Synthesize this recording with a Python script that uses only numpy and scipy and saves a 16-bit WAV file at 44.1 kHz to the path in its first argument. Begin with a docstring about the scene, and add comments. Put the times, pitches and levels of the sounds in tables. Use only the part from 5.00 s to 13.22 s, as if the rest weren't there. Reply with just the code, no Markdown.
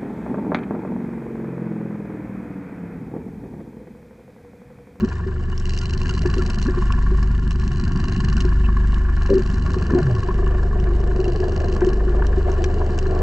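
"""Over a reef, under water: a boat engine idles, heard through a camera's waterproof housing.
Its turns give a low throb of engine orders and noise thuds, hums and knocks; the second order booms in swells.
In spells a loose part rattles, as filtered clicks; sharp bright noise ticks are its louder strikes and some shrimp.
Stray knocks ring the walls. Water bumps the housing (a ring, a splash and a slap), gurgles and bubbles as gliding
tones, and churns as lumpy noise. Far shrimp crackle in the coral as decaying noise clicks."""
import sys
import numpy as np
from scipy import signal
from scipy.fft import rfft, irfft
from scipy.io import wavfile
from scipy.ndimage import uniform_filter1d

SR = 44100
rng = np.random.default_rng(int(sys.argv[2]) if len(sys.argv) > 2 else 0)


def master(y):
    """Save y as 16-bit WAV."""
    cut = np.clip(np.atleast_2d(y).T, -1, 1)
    pcm = np.round(cut * 32767)  # scale
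    wavfile.write(sys.argv[1], SR, pcm.astype(np.int16))


N = 362502
TIME = np.arange(N) / SR

# Base level of the hull's thuds: (time [s], level [dB])
THUD_LEVEL = [(0, -34), (.45, -37), (1.25, -29.5), (2.3, -31), (3.2, -24.5), (3.85, -32), (4.7, -30),
              (5.7, -34), (8.2, -34.5)]
# Base level of the engine's knocks: (time [s], level [dB])
KNOCK_LEVEL = [(0, -40.5), (.4, -44.5), (1.35, -38.5), (2, -38), (2.45, -42.5), (3.45, -37.5),
               (3.95, -40.5), (5.1, -38.5), (5.7, -42.5), (8.2, -39)]
# Spectrum of the knocks: (frequency [Hz], level [dB])
KNOCK_COLOUR = [(350, -21.5), (550, -24), (700, -7), (830, -12), (980, -3), (1110, 2.5), (1290, -14.5),
                (1410, -2), (1490, -7.5), (1600, -3), (1760, -1), (1980, -27.5), (2400, -19.5), (3500, -37)]
# Base level of the churning water: (time [s], level [dB])
CHURN_LEVEL = [(0, -46.5), (.5, -51.5), (1.5, -45.5), (2.5, -69), (4.2, -54), (5.0, -39), (5.6, -37),
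               (6.4, -33.5), (7.1, -35), (8.2, -33)]
# Water bumping the housing: (time [s], level [dB], ring T60 [s], dull slap against the ring [dB])
BUMPS = [(0.264, -18.5, 0.12, -12), (1.253, -13, 0.12, -14), (1.368, -18.5, .08, -3), (1.384, -16, .13, -7),
         (1.682, -13, 0.11, -9), (1.773, -17, 0.13, -9), (2.116, -19, .11, -9), (3.449, -15.5, 0.11, -9.5),
         (4.392, -19, .12, -1), (4.764, -18.5, .1, -10.5), (4.909, -14, .08, -7), (4.921, -18.5, 0.055, 3),
         (4.936, -15.5, .04, 6.5), (4.949, -9, .15, -2), (4.984, -19.5, .1, 1.5), (5.286, -18, .08, -3.5),
         (5.467, -22.5, .05, 0), (5.897, -17, 0.08, -8), (6.19, -14, .1, -10), (6.277, -15, 0.088, -1.5),
         (6.405, -15.5, 0.13, -10), (6.819, -8, .13, -15), (6.867, -10.5, 0.15, -18),
         (7.07, -16.5, 0.16, -8), (7.375, -17, .12, -10.5)]
# Treble resonances of the housing: (frequency [Hz], width [Hz], lift [dB])
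HOUSING = [(2886, 380, 4.5), (4136, 130, 5.5), (4720, 220, 6), (5350, 220, 6.5), (5840, 140, 7),
           (6540, 220, 6), (7540, 600, 5), (9950, 470, 4)]


def amp(db):
    """Decibels to gain."""
    return 10 ** (np.asarray(db) / 20)


def unit(x):
    """Scales to rms 1."""
    return x / np.sqrt(np.mean(x ** 2) + 1e-20)


def curves(table):
    """All columns of a time table at every sample."""
    s, *columns = np.transpose(table)
    return [np.interp(TIME, s, column) for column in columns]


def read(points, hz):
    """Reads a spectrum table on a log-frequency axis."""
    f, value = np.transpose(points)
    return np.interp(np.log(hz + 1), np.log(f + 1), value)


def add(mix, s, sound):
    """Mixes a sound in at time s."""
    part = mix[max(round(s * SR), 0):][:len(sound)]
    part += sound[:len(part)]


def hiss():
    """White noise."""
    return rng.standard_normal(N)


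def drift(hz, size=N):
    """Smooth random wander, scaled to rms 1, mostly slower than hz."""
    f = np.fft.rfftfreq(2 ** 19, 1 / SR)
    f = f[f < 4 * hz]
    z = rng.standard_normal((len(f), 2)) @ [1, 1j] * np.exp(-(f / hz) ** 2)
    # The short inverse transform gives one point per 32 samples
    slow = unit(irfft(z, 2 ** 14))
    return np.interp(np.arange(size) / 32, np.arange(len(slow)), slow)


def colour(x, points, peaks=(), size=4096):
    """Minimum-phase filter of unit energy with the given spectrum and resonances."""
    hz = np.fft.rfftfreq(size, 1 / SR)
    # Above the table's end the spectrum falls 12 dB an octave
    db = read(points, hz) - 40 * np.log10(np.maximum(hz / points[-1][0], 1))
    db = db + sum(lift / (1 + (2 * (hz - f) / width) ** 2) for f, width, lift in peaks)
    log_gain = np.log(amp(np.r_[db, db[-2:0:-1]]))
    taps = np.fft.ifft(np.exp(np.conj(signal.hilbert(log_gain)))).real
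    return signal.oaconvolve(x, taps / np.linalg.norm(taps))[:len(x)]


def blows(cycles, lag, fall, scatter_db):
    """Envelope of one blow a cycle, lag cycles into it, dying by 1/e in fall cycles; strengths vary at random."""
    turn = cycles - lag + 2
    strength = amp(scatter_db * np.clip(rng.standard_normal(512), -3, 1.5))
    return strength[turn.astype(int)] * np.exp(-(turn % 1) / fall)


def ringing(hits, fall_s):
    """Envelope that spreads each click's energy over a short decay."""
    keep = np.exp(-1 / (fall_s * SR))
    return np.sqrt(signal.lfilter([1 - keep], [1, -keep], hits ** 2 + 1e-20))


def throb(cycles, shake, waver=0.2):
    """Exhaust pulses arrive as a stack of sines at engine orders; the second one booms in swells."""
    # First engine order: (time [s], level [dB])
    first_order = [(0.0, -38), (0.68, -20.5), (0.91, -30), (1.0, -23), (1.19, -30), (1.33, -23.5),
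                   (1.99, -21), (2.33, -25), (3.9, -23.5), (4.2, -21), (5.1, -31), (5.38, -20), (6.57, -24),
                   (8.22, -20.5)]
    # Third engine order: (time [s], level [dB])
    third_order = [(0.0, -31), (0.04, -28), (4.28, -25), (4.4, -30), (4.67, -23.5), (5.31, -28),
                   (5.52, -24), (6.39, -27.5), (6.64, -22.5), (6.98, -32), (7.26, -22.5), (8.22, -23)]
    # Swells of the second order: (peak time [s], half width to 1/e [s], level before a 1.5 dB trim [dB])
    booms = [(.8, 0.13, -33), (1.27, 0.16, -23.5), (2.15, 0.49, -16.5), (3.7, 0.46, -16),
             (4.55, .45, -24.5), (5.45, 0.18, -20), (5.96, 0.34, -18), (7.15, 0.4, -17)]
    # Higher orders: (engine order, level when the thuds are at overtone_at_db [dB])
    overtones = [(4, -31.5), (5, -36.5), (6, -43.5), (7, -37.5), (8, -43), (9, -43.5), (14, -47.5),
                 (15, -46)]
    second_order_db = -35.5  # floor between the swells
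    half_order_db = -33  # order 3.5, while the hull shakes
    overtone_follow, overtone_at_db = 0.44, -30.5  # share of the thuds' dB changes; reference thud level
    spread = 0.177  # cycles of phase, times order squared

    # Higher orders run faster in shallow water: the phase spread smears each pulse into a drone
    def order(k, sway):
        return np.sin(2 * np.pi * (k * cycles + spread * k ** 2) + sway)

    boom = amp(second_order_db)
    boom = boom + sum(amp(db - 1.5) * np.exp(-((TIME - s) / width) ** 2) for s, width, db in booms)
    gains = amp(curves(first_order)[0]), boom, amp(curves(third_order)[0])
    low = sum(gain * (1 + 0.11 * drift(8)) * order(k, 0.12 * drift(7)) for k, gain in enumerate(gains, 1))
    high = sum(amp(db) * (1 + waver * drift(2.4)) * order(round(k), waver * drift(4.9)) for k, db in overtones)
    high = high * amp(overtone_follow * (curves(THUD_LEVEL)[0] - overtone_at_db))
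    half = amp(half_order_db) * shake * order(7 / 2, waver * drift(3))
    return np.sqrt(2) * (low + half + high)


def hull(cycles, shake):
    """Every turn thuds in the hull and sets the housing humming; a four-stroke firing knocks on every second turn."""
    # Spectra of thud and hum: (frequency [Hz], level [dB])
    thud_colour = [(30, -18.5), (60, 3), (100, -3), (130, 2.5), (195, -1.5), (250, -5), (300, -12.5),
                   (420, -34), (700, -46.5)]
    hum_colour = [(180, -38), (290, -13.5), (340, -3.5), (370, 7), (400, -2), (450, -11), (520, -28.5),
                  (900, -54)]
    # Low resonance of the hull: (frequency [Hz], width [Hz], lift [dB])
    hull_mode = [(198, 78, 1.5)]
    hum_db = -45  # without shaking or churning
    shake_thud_db, shake_hum_db = 2.5, 5.5  # boost at full shaking
    hum_over_churn_db = 5  # churning water also sets the housing humming

    thud_db = curves(THUD_LEVEL)[0] + shake_thud_db * shake
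    shaken_hum = amp(hum_db + shake_hum_db * shake)
    churned_hum = amp(curves(CHURN_LEVEL)[0] + hum_over_churn_db)
    knock_db = curves(KNOCK_LEVEL)[0]

    thuds = blows(cycles, lag=0.85, fall=0.16, scatter_db=2)
    shakes = blows(cycles, lag=0.03, fall=0.15, scatter_db=2)
    valves = blows(cycles, lag=0.83, fall=0.12, scatter_db=3.5)
    valves = valves + blows(cycles, lag=0.99, fall=0.08, scatter_db=3.5)
    firing = blows(cycles / 2, lag=0.495, fall=0.055, scatter_db=4)
    # Blunted attacks over an uneven steady bed
    strokes = uniform_filter1d(0.5 * valves + 0.75 * firing, size=70) + 0.38 * amp(2.5 * drift(45))

    thud = unit((0.5 + thuds) * hiss()) * amp(thud_db + 0.67)
    hum = unit((0.37 + shakes) * hiss()) * np.hypot(shaken_hum, churned_hum)
    knock = unit(strokes * hiss()) * amp(knock_db - 0.53 + drift(3.1))
    return colour(thud, thud_colour, hull_mode) + colour(hum, hum_colour) + colour(knock, KNOCK_COLOUR)


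def spells():
    """Each spell sets in, holds and dies away under an arch of shaking: rattle gain, shaking, strike advance."""
    # Rattling: (start [s], end [s], level at start [dB], level at end [dB], greatest strike advance [cycles])
    spell_list = [(0, 0.106, -54.5, -54, 0), (0.669, 1.651, -45, -45.5, 0.088),
                  (1.72, 2.45, -59.5, -62.5, 0.018), (2.522, 3.438, -52, -45, .13),
                  (4.228, 5.257, -49.5, -53, .16), (6.169, 6.927, -49.5, -51, .15),
                  (7.482, 8.199, -59, -55.5, 0.0085)]
    attack_s, release_s, idle_db = 0.066, 0.11, -72.5  # attack and release times are per 20 dB
    full_shake_db = -50  # spells that start fainter shake the hull less

    gain, shake, advance = np.full(N, amp(idle_db)), np.zeros(N), np.zeros(N)
    for start, end, start_db, end_db, ahead in spell_list:
        outside = np.maximum((start - TIME) / attack_s, (TIME - end) / release_s)
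        held_db = np.interp(TIME, [start, end], [start_db, end_db])
        gain += amp(held_db - 20 * np.clip(outside, 0, 10))
        arch = np.sin(np.pi * np.clip((TIME - start) / (end - start), 0, 1) ** 1.17)
        shake += arch * min(amp(start_db - full_shake_db), 1)
        advance += ahead * arch ** 0.75
    return gain, shake, advance


def bounce(x):
    """A click crosses the housing back and forth: feedback delays make a quick train of echoes."""
    for delay_s in (0.0006, 0.00047):  # round trips
        loop = np.r_[1, np.zeros(round(delay_s * SR) - 1), -0.45]  # share kept on each trip
        x = signal.lfilter(loop[::-1], loop, x)  # all-pass: keeps the click's spectrum
    return x


def rattle(cycles, gain, advance):
    """The loose part strikes once a turn with a sharp tick, falls back more softly and chatters when shaken hard."""
    # Spectrum of the ticks: (frequency [Hz], level [dB])
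    rattle_colour = [(1180, -38), (2000, -1.5), (2200, -13), (2480, -7), (2860, 0.5), (3430, -20),
                     (3840, -11.5), (4120, -2.5), (4640, -4), (5060, -11.5), (5420, -8.5), (6590, -12),
                     (7060, -17.5), (7710, -15.5), (8960, -29.5), (11600, -42.5), (19700, -120)]
    strike_lag, rebound_lag, jitter = 0.16, 0.431, 0.011  # cycles
    rebound_share = 0.45  # strength against the strike
    strike_scatter_db, rebound_scatter_db = 1.7, 4
    limp = 0.12  # share of the advance by which alternate turns differ from it
    chatter_per_s, chatter_at_db = 60, -44  # slip rate at this rattle level; grows with gain squared
    grit_db, grit_s = -1.5, 0.0014  # rough contact adds a little noise to each tick
    clatter_hz, clatter_wander, clatter_db = 2780, 0.08, -12  # the part's own ring, different at each strike

    turns = np.arange(int(cycles[-1]) + 1)
    ahead = np.interp(turns, cycles, advance)
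    strike = strike_lag - ahead * (1 - limp * (-1) ** turns), 1, strike_scatter_db
    rebound = rebound_lag - ahead / 2, rebound_share, rebound_scatter_db
    slips_per_s = chatter_per_s * (gain / amp(chatter_at_db)) ** 2
    hits = (rng.random(N) < slips_per_s / SR) * rng.random(N) / 2
    for lag, share, scatter_db in strike, rebound:
        slip, force = rng.standard_normal((len(turns), 2)).T
        at = np.searchsorted(cycles, turns + lag + jitter * slip)
        inside = at < N
        hits[at[inside]] += share * amp(scatter_db * np.minimum(force, 1))[inside]
    # One unit tick a turn, with its grit, would have rms equal to the gain
    hits *= gain * np.sqrt(N / len(turns) / (1 + amp(2 * grit_db)))
    grit = amp(grit_db) * ringing(hits, grit_s) * hiss()
    angle = 2 * np.pi * np.cumsum(clatter_hz * (1 + clatter_wander * drift(25))) / SR
    wandering_ring = drift(200) * np.sin(angle) + drift(200) * np.cos(angle)
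    clatter = ringing(hits, 0.0018) * wandering_ring
    return colour(bounce(hits + grit), rattle_colour, HOUSING) + amp(clatter_db) * clatter


def bright_ticks():
    """Sharp bright ticks, louder strikes of the loose part and some shrimp snaps: brief noise with a lifted band."""
    # Spectrum of the ticks: (frequency [Hz], level [dB])
    tick_colour = [(900, -25.5), (1900, -3), (2900, -2.5), (3450, -5), (4400, -3), (6500, -3),
                   (8000, -11.5), (9500, -22), (12000, -31.5), (14000, -43.5)]
    # (time [s], level before a 4 dB trim [dB], lifted frequency [Hz])
    ticks = [(.578, -29, 5500), (0.599, -31.5, 7000), (0.788, -22, 4830), (1.0928, -25.5, 2910),
             (1.5, -24.5, 2870), (1.616, -28, 7000), (1.627, -27, 4520), (1.923, -25, 2790),
             (2.229, -30.5, 2180), (2.508, -23, 2870), (3.405, -22, 2860), (3.9432, -30, 3070),
             (4.7345, -28.5, 4660), (5.8, -36, 3000), (6.8662, -28.5, 2330), (7.2672, -28, 3010),
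             (7.517, -32, 6000), (7.6413, -18.5, 2330), (7.863, -37, 5520), (7.978, -32, 7000),
             (7.9886, -22, 3020)]
    out, t = np.zeros(N), np.arange(SR // 20) / SR
    for s, db, hz in ticks:
        burst = (np.exp(-t / 0.0015) + 0.12 * np.exp(-t / 0.009)) * rng.standard_normal(len(t))
        add(out, s, amp(db - 4.0) * colour(burst, tick_colour, HOUSING + [(hz, 1100, 7)]))
    return out


def knocks():
    """Hard firings, stray knocks and faint random ones ring the housing's walls briefly: a sine and a noise crack."""
    # Stray knocks: (time [s], level [dB], pitch [Hz], ring T60 [s], crack against the ring [dB])
    stray = [(.527, -34.5, 2900, 0.034, -15), (1.057, -24, 1620, 0.036, -8),
             (1.093, -20.5, 2860, 0.021, -15), (1.66, -23.5, 1106, 0.033, -9),
             (1.684, -23, 1690, 0.031, -5), (3.376, -25, 1520, .04, -8), (3.971, -24.5, 1094, .04, -9),
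             (4.935, -19, 1040, 0.027, -12), (5.286, -20, 990, 0.038, -5), (6.25, -29, 2760, .03, -12),
             (6.429, -28, 1700, .04, -8), (6.432, -20.5, 734, 0.041, -11), (6.762, -24, 1075, 0.044, -7.5),
             (6.817, -15.5, 1065, 0.017, 0.5), (7.079, -26.5, 1440, 0.023, -2), (7.22, -16, 940, 0.023, -5),
             (7.222, -17, 1425, 0.022, -6), (7.641, -22, 1710, .02, -2.5), (7.812, -22.5, 1000, .04, -7)]
    # Hard firings that ring the wall: (time [s], level [dB])
    hard_firings = [(1.822, -19.5), (1.903, -20), (1.986, -22.5), (2.064, -19.5), (2.145, -28),
                    (2.225, -28.5), (3.283, -29), (3.444, -26.5), (3.523, -22.5), (3.604, -30),
                    (3.687, -20), (3.767, -20.5), (3.849, -31), (4.661, -23.5), (4.74, -20), (4.818, -20.5),
                    (5.165, -20), (5.228, -22), (5.307, -18.5), (5.388, -25.5), (5.466, -23), (5.73, -23.5)]
    # Pitches of the faint knocks: each rings one wall mode [Hz]
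    wall_modes = [1000, 1105, 1420, 1760]
    wall_hz, wall_t60_s, wall_crack_db = 1100, 0.035, -11
    small_per_s, small_over_db, small_scatter_db = 9, 6.5, 1  # faint knocks, against the engine's knock level

    out, t = np.zeros(N), np.arange(SR // 8) / SR
    hard = [(s, db, wall_hz, wall_t60_s, wall_crack_db) for s, db in hard_firings]
    small = []
    for s in TIME[rng.random(N) < small_per_s / SR]:
        db = np.interp(s, *np.transpose(KNOCK_LEVEL)) + small_over_db + small_scatter_db * rng.standard_normal()
        small.append((s, db, rng.choice(wall_modes), wall_t60_s, wall_crack_db))
    for s, db, hz, t60, crack_db in stray + hard + small:
        ring = np.sin(2 * np.pi * hz * t)
        crack = colour(rng.standard_normal(len(t)), KNOCK_COLOUR)
        envelope = amp(db + 2.5 - 60 * t / t60) * (1 - np.exp(-t / 0.0023))
        add(out, s, envelope * (ring + amp(crack_db) * crack))
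    return out


def bumps():
    """Pushes of water slap the housing, splash and ring its low mode."""
    # Spectrum of the splash: (frequency [Hz], level [dB])
    splash_colour = [(120, -11.5), (260, 8.5), (400, 4.5), (540, -20), (700, -8), (900, -18.5), (1400, -15),
                     (1800, -12.5), (2400, -27.5), (5000, -64.5)]
    ring_hz, rise_s = 367.2, 0.0027  # the ring's pitch varies around this
    splash_db = -19.5
    slap_s = 0.0008  # half width of the slap's pressure pulse

    out, t = np.zeros(N), np.arange(SR // 4) / SR
    u = (t - rise_s) / slap_s
    slap = u * np.exp((1 - u ** 2) / 2)
    for s, db, t60, slap_db in BUMPS:
        hz = ring_hz * (1 + 0.015 * rng.standard_normal() + 0.018 * drift(40, size=len(t)))
        ring = np.sin(2 * np.pi * np.cumsum(hz) / SR) * amp(drift(60, size=len(t)))
        splash = colour(amp(splash_db) * rng.standard_normal(len(t)), splash_colour)
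        push = amp(3.5 - 60 * t / t60) * (1 - np.exp(-(t / (2 * rise_s)) ** 2))
        add(out, s - rise_s / 2, amp(db) * (push * (ring + splash) + amp(slap_db) * slap))
    return out


def gurgles():
    """Pockets of air ring and glide in pitch; ragged ones flutter."""
    # (time [s], length [s], level [dB], start pitch [Hz], end pitch [Hz], roughness [0-1])
    air_pockets = [(0.022, 0.03, -13, 205, 228, .05), (0.017, 0.05, -24.5, 370, 360, 0.32),
                   (4.292, 0.055, -23, 490, 450, 0.52), (4.292, .055, -14.5, 400, 385, 0.29),
                   (4.337, 0.05, -13, 362, 393, 0.11), (4.29, 0.097, -22, 280, 290, 0.9),
                   (4.96, 0.064, -18.5, 375, 355, 0.15), (4.89, .075, -24, 175, 290, .3),
                   (4.955, .065, -26.5, 285, 215, .2), (4.955, 0.06, -31.5, 740, 620, 0.5),
                   (4.99, 0.255, -18.5, 162, 88, 0.08), (1.658, .04, -22.5, 205, 350, 0.2),
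                   (.81, .03, -41, 1370, 1420, 0.3), (1.1, 0.018, -33.5, 1450, 1390, 0.1),
                   (1.39, 0.022, -34.5, 1400, 1330, 0.2), (3.637, 0.033, -42, 2660, 2750, 0.9)]
    out = np.zeros(N)
    for s, length, db, start_hz, end_hz, rough in air_pockets:
        size = int(length * SR)
        angle = 2 * np.pi * np.cumsum(np.geomspace(start_hz, end_hz, size)) / SR
        spread_hz = 40 + 0.13 * start_hz  # small, high pockets flutter faster
        flutter = drift(spread_hz, size=size) * np.sin(angle) + drift(spread_hz, size=size) * np.cos(angle)
        tone = (1 - rough) * np.sin(angle) + rough * flutter
        swell = np.sin(np.pi * np.arange(size) / size) ** 0.5
        add(out, s, amp(db) * unit(tone) * swell)
    return out


def bubbles():
    """Small bubbles ring and rise in pitch: a steady supply that follows the churn's level, and some shed by each bump."""
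    per_s, over_churn_db, scatter_db = 55, 4, 3.5
    low_hz, high_hz = 447, 1900  # range of starting pitches
    slope_db = -7  # per octave: small bubbles are fainter
    fall_cycles, rise = 3.9, 0.028  # cycles to die by 1/e; share by which the pitch rises meanwhile
    shed_s, shed_db = 0.014, -19  # spread around a bump; level against the bump's

    out, t = np.zeros(N), np.arange(SR // 16) / SR
    stirred = [(s, np.interp(s, *np.transpose(CHURN_LEVEL)) + over_churn_db)
               for s in TIME[rng.random(N) < per_s / SR]]
    shed = [(s + shed_s * chance, db + shed_db)
            for s, db, _, _ in BUMPS for chance in rng.standard_normal(size=4)]
    for s, db in stirred + shed:
        octaves = rng.random() * np.log2(high_hz / low_hz)
        turns = low_hz * 2 ** octaves * t
        age = turns / fall_cycles
        scatter = scatter_db * np.clip(rng.standard_normal(), -2, 2)
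        envelope = amp(db + slope_db * octaves + scatter) * (1 - np.exp(-turns)) * np.exp(-age)
        add(out, s, envelope * np.sin(2 * np.pi * turns * (1 + rise * age / 2)))
    return out


def churn():
    """Lumpy noise wash of stirred water, close enough to differ between the ports."""
    # Spectrum of the wash: (frequency [Hz], level [dB])
    churn_colour = [(150, -29), (280, -12.5), (370, 0), (440, -0.5), (500, -3), (550, -15.5), (610, -2.5),
                    (645, -12.5), (700, -2.5), (850, -17.5), (1100, -18), (1400, -27.5), (2500, -39)]
    shared, apart = (colour(hiss() * amp(curves(CHURN_LEVEL)[0] - 1 + 3.5 * drift(34)), churn_colour)
                     for _ in range(2))
    apart = signal.sosfilt(signal.butter(2, 430, "highpass", fs=SR, output="sos"), apart)
    # The second wash has opposite signs at the two ports
    return ports(shared) + amp(-14.0) * np.array([apart, -apart])


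def reef(cycles):
    """Far shrimp crackle as short noise clicks of random strength, over faint engine hiss."""
    # Spectrum of crackle and hiss: (frequency [Hz], level [dB])
    fizz_colour = [(1120, -29), (1900, -1), (2200, -7), (2550, -20.5), (2850, -3.5), (3300, -15),
                   (3650, -12), (4100, -12), (4900, -14.5), (5950, -18), (7500, -17.5), (8960, -27.5),
                   (11600, -44), (19700, -100)]
    # Level of the far shrimp: (time [s], level [dB])
    crackle_level = [(0, -59.5), (.5, -56), (1.5, -55.5), (6, -56), (8.2, -57)]

    clicks = (rng.random(N) < 220 / SR) * amp(4.6 * np.minimum(rng.exponential(1, N), 4))  # 220 a second
    crackle = signal.lfilter([1], [1, -np.exp(-1 / (0.00083 * SR))], clicks) * hiss()
    engine_hiss = (2.5 + 2 * blows(cycles, lag=0.74, fall=0.6, scatter_db=6.0)) * hiss()
    far = amp(curves(crackle_level)[0]) * unit(crackle)
    far = far + amp(curves(KNOCK_LEVEL)[0] - 16.5) * unit(engine_hiss)
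    return colour(far, fizz_colour, HOUSING)


def ports(x, size=2 ** 19):
    """Sound reaches the two microphone ports with different phase and strength, plus a little scatter."""
    # (frequency [Hz], lead of the left port [rad])
    port_phase = [(0, 0), (430, 0.2), (690, -1.4), (1210, 0.1), (1890, -1.3), (2410, -0.7), (3190, -1.4),
                  (3880, -0.0), (4220, -0.4), (4570, -0.0), (6120, -0.2), (6370, 0.0), (7670, -0.2),
                  (8700, 0.1)]
    # (frequency [Hz], left over right [dB])
    port_balance = [(60, 0.5), (88, 0.5), (130, 0.0), (190, 0.0), (280, 0.5), (400, 2.0), (590, 1.5),
                    (860, -2.5), (1270, 0.0), (1850, 2.0), (2710, 2.0), (3970, -3.0), (5810, -2.0),
                    (8510, 0.5)]
    # (frequency [Hz], likeness of the ports [0-1]); lower values bring more scatter
    port_likeness = [(60, 1.0), (100, 1.0), (180, 1.0), (420, 1.0), (540, 0.6), (940, 0.76), (1630, 0.61),
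                     (2830, 0.35), (4910, 0.79), (8510, 0.83)]

    hz, z = np.fft.rfftfreq(size, 1 / SR), rfft(x, size)
    phase = np.interp(hz, *np.transpose(port_phase))
    lean = amp(read(port_balance, hz) / 2) * np.exp(0.5j * phase)
    pair = np.array([lean, 1 / lean])
    pair = pair / np.maximum(abs(pair.mean(0)), 0.55)  # makes up, within a limit, for loss in the ports' mean
    t = np.arange(SR // 25) / SR
    echoes = rng.standard_normal(len(t)) * np.exp(-t / 0.007)
    likeness = np.clip(read(port_likeness, hz), 0, 1)
    scatter = 0.7 * np.sqrt((1 - likeness) / (1 + likeness))
    scatter = scatter * rfft(echoes / np.linalg.norm(echoes), size)
    return irfft(z * (pair + np.array([scatter, -scatter])), size)[:, :N]


def scene():
    """Engine, water and reef, all heard through the housing."""
    # Engine speed: (time [s], turns per second [Hz])
    engine_speed = [(0.0, 24.75), (0.59, 24.674), (1.17, 24.649), (1.76, 24.774), (2.35, 24.639),
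                    (2.94, 24.555), (3.52, 24.855), (4.11, 24.518), (4.7, 24.586), (5.28, 24.933),
                    (5.87, 24.768), (6.46, 24.59), (7.05, 24.882), (7.63, 24.452), (8.22, 24.688)]
    cycles = np.cumsum(curves(engine_speed)[0]) / SR
    gain, shake, advance = spells()
    engine = throb(cycles, shake) + hull(cycles, shake) + rattle(cycles, gain, advance)
    water = bumps() + gurgles() + bubbles()
    return ports(engine + bright_ticks() + knocks() + water + reef(cycles)) + churn()


def record(dry):
    """The recorder's band limit: a linear-phase low-pass."""
    edge_hz = 14000
    low_pass = signal.firwin(255, edge_hz, window=("kaiser", 9), fs=SR)
    return signal.oaconvolve(dry, low_pass[None], "same")


dry = scene()
out = record(dry)
master(out)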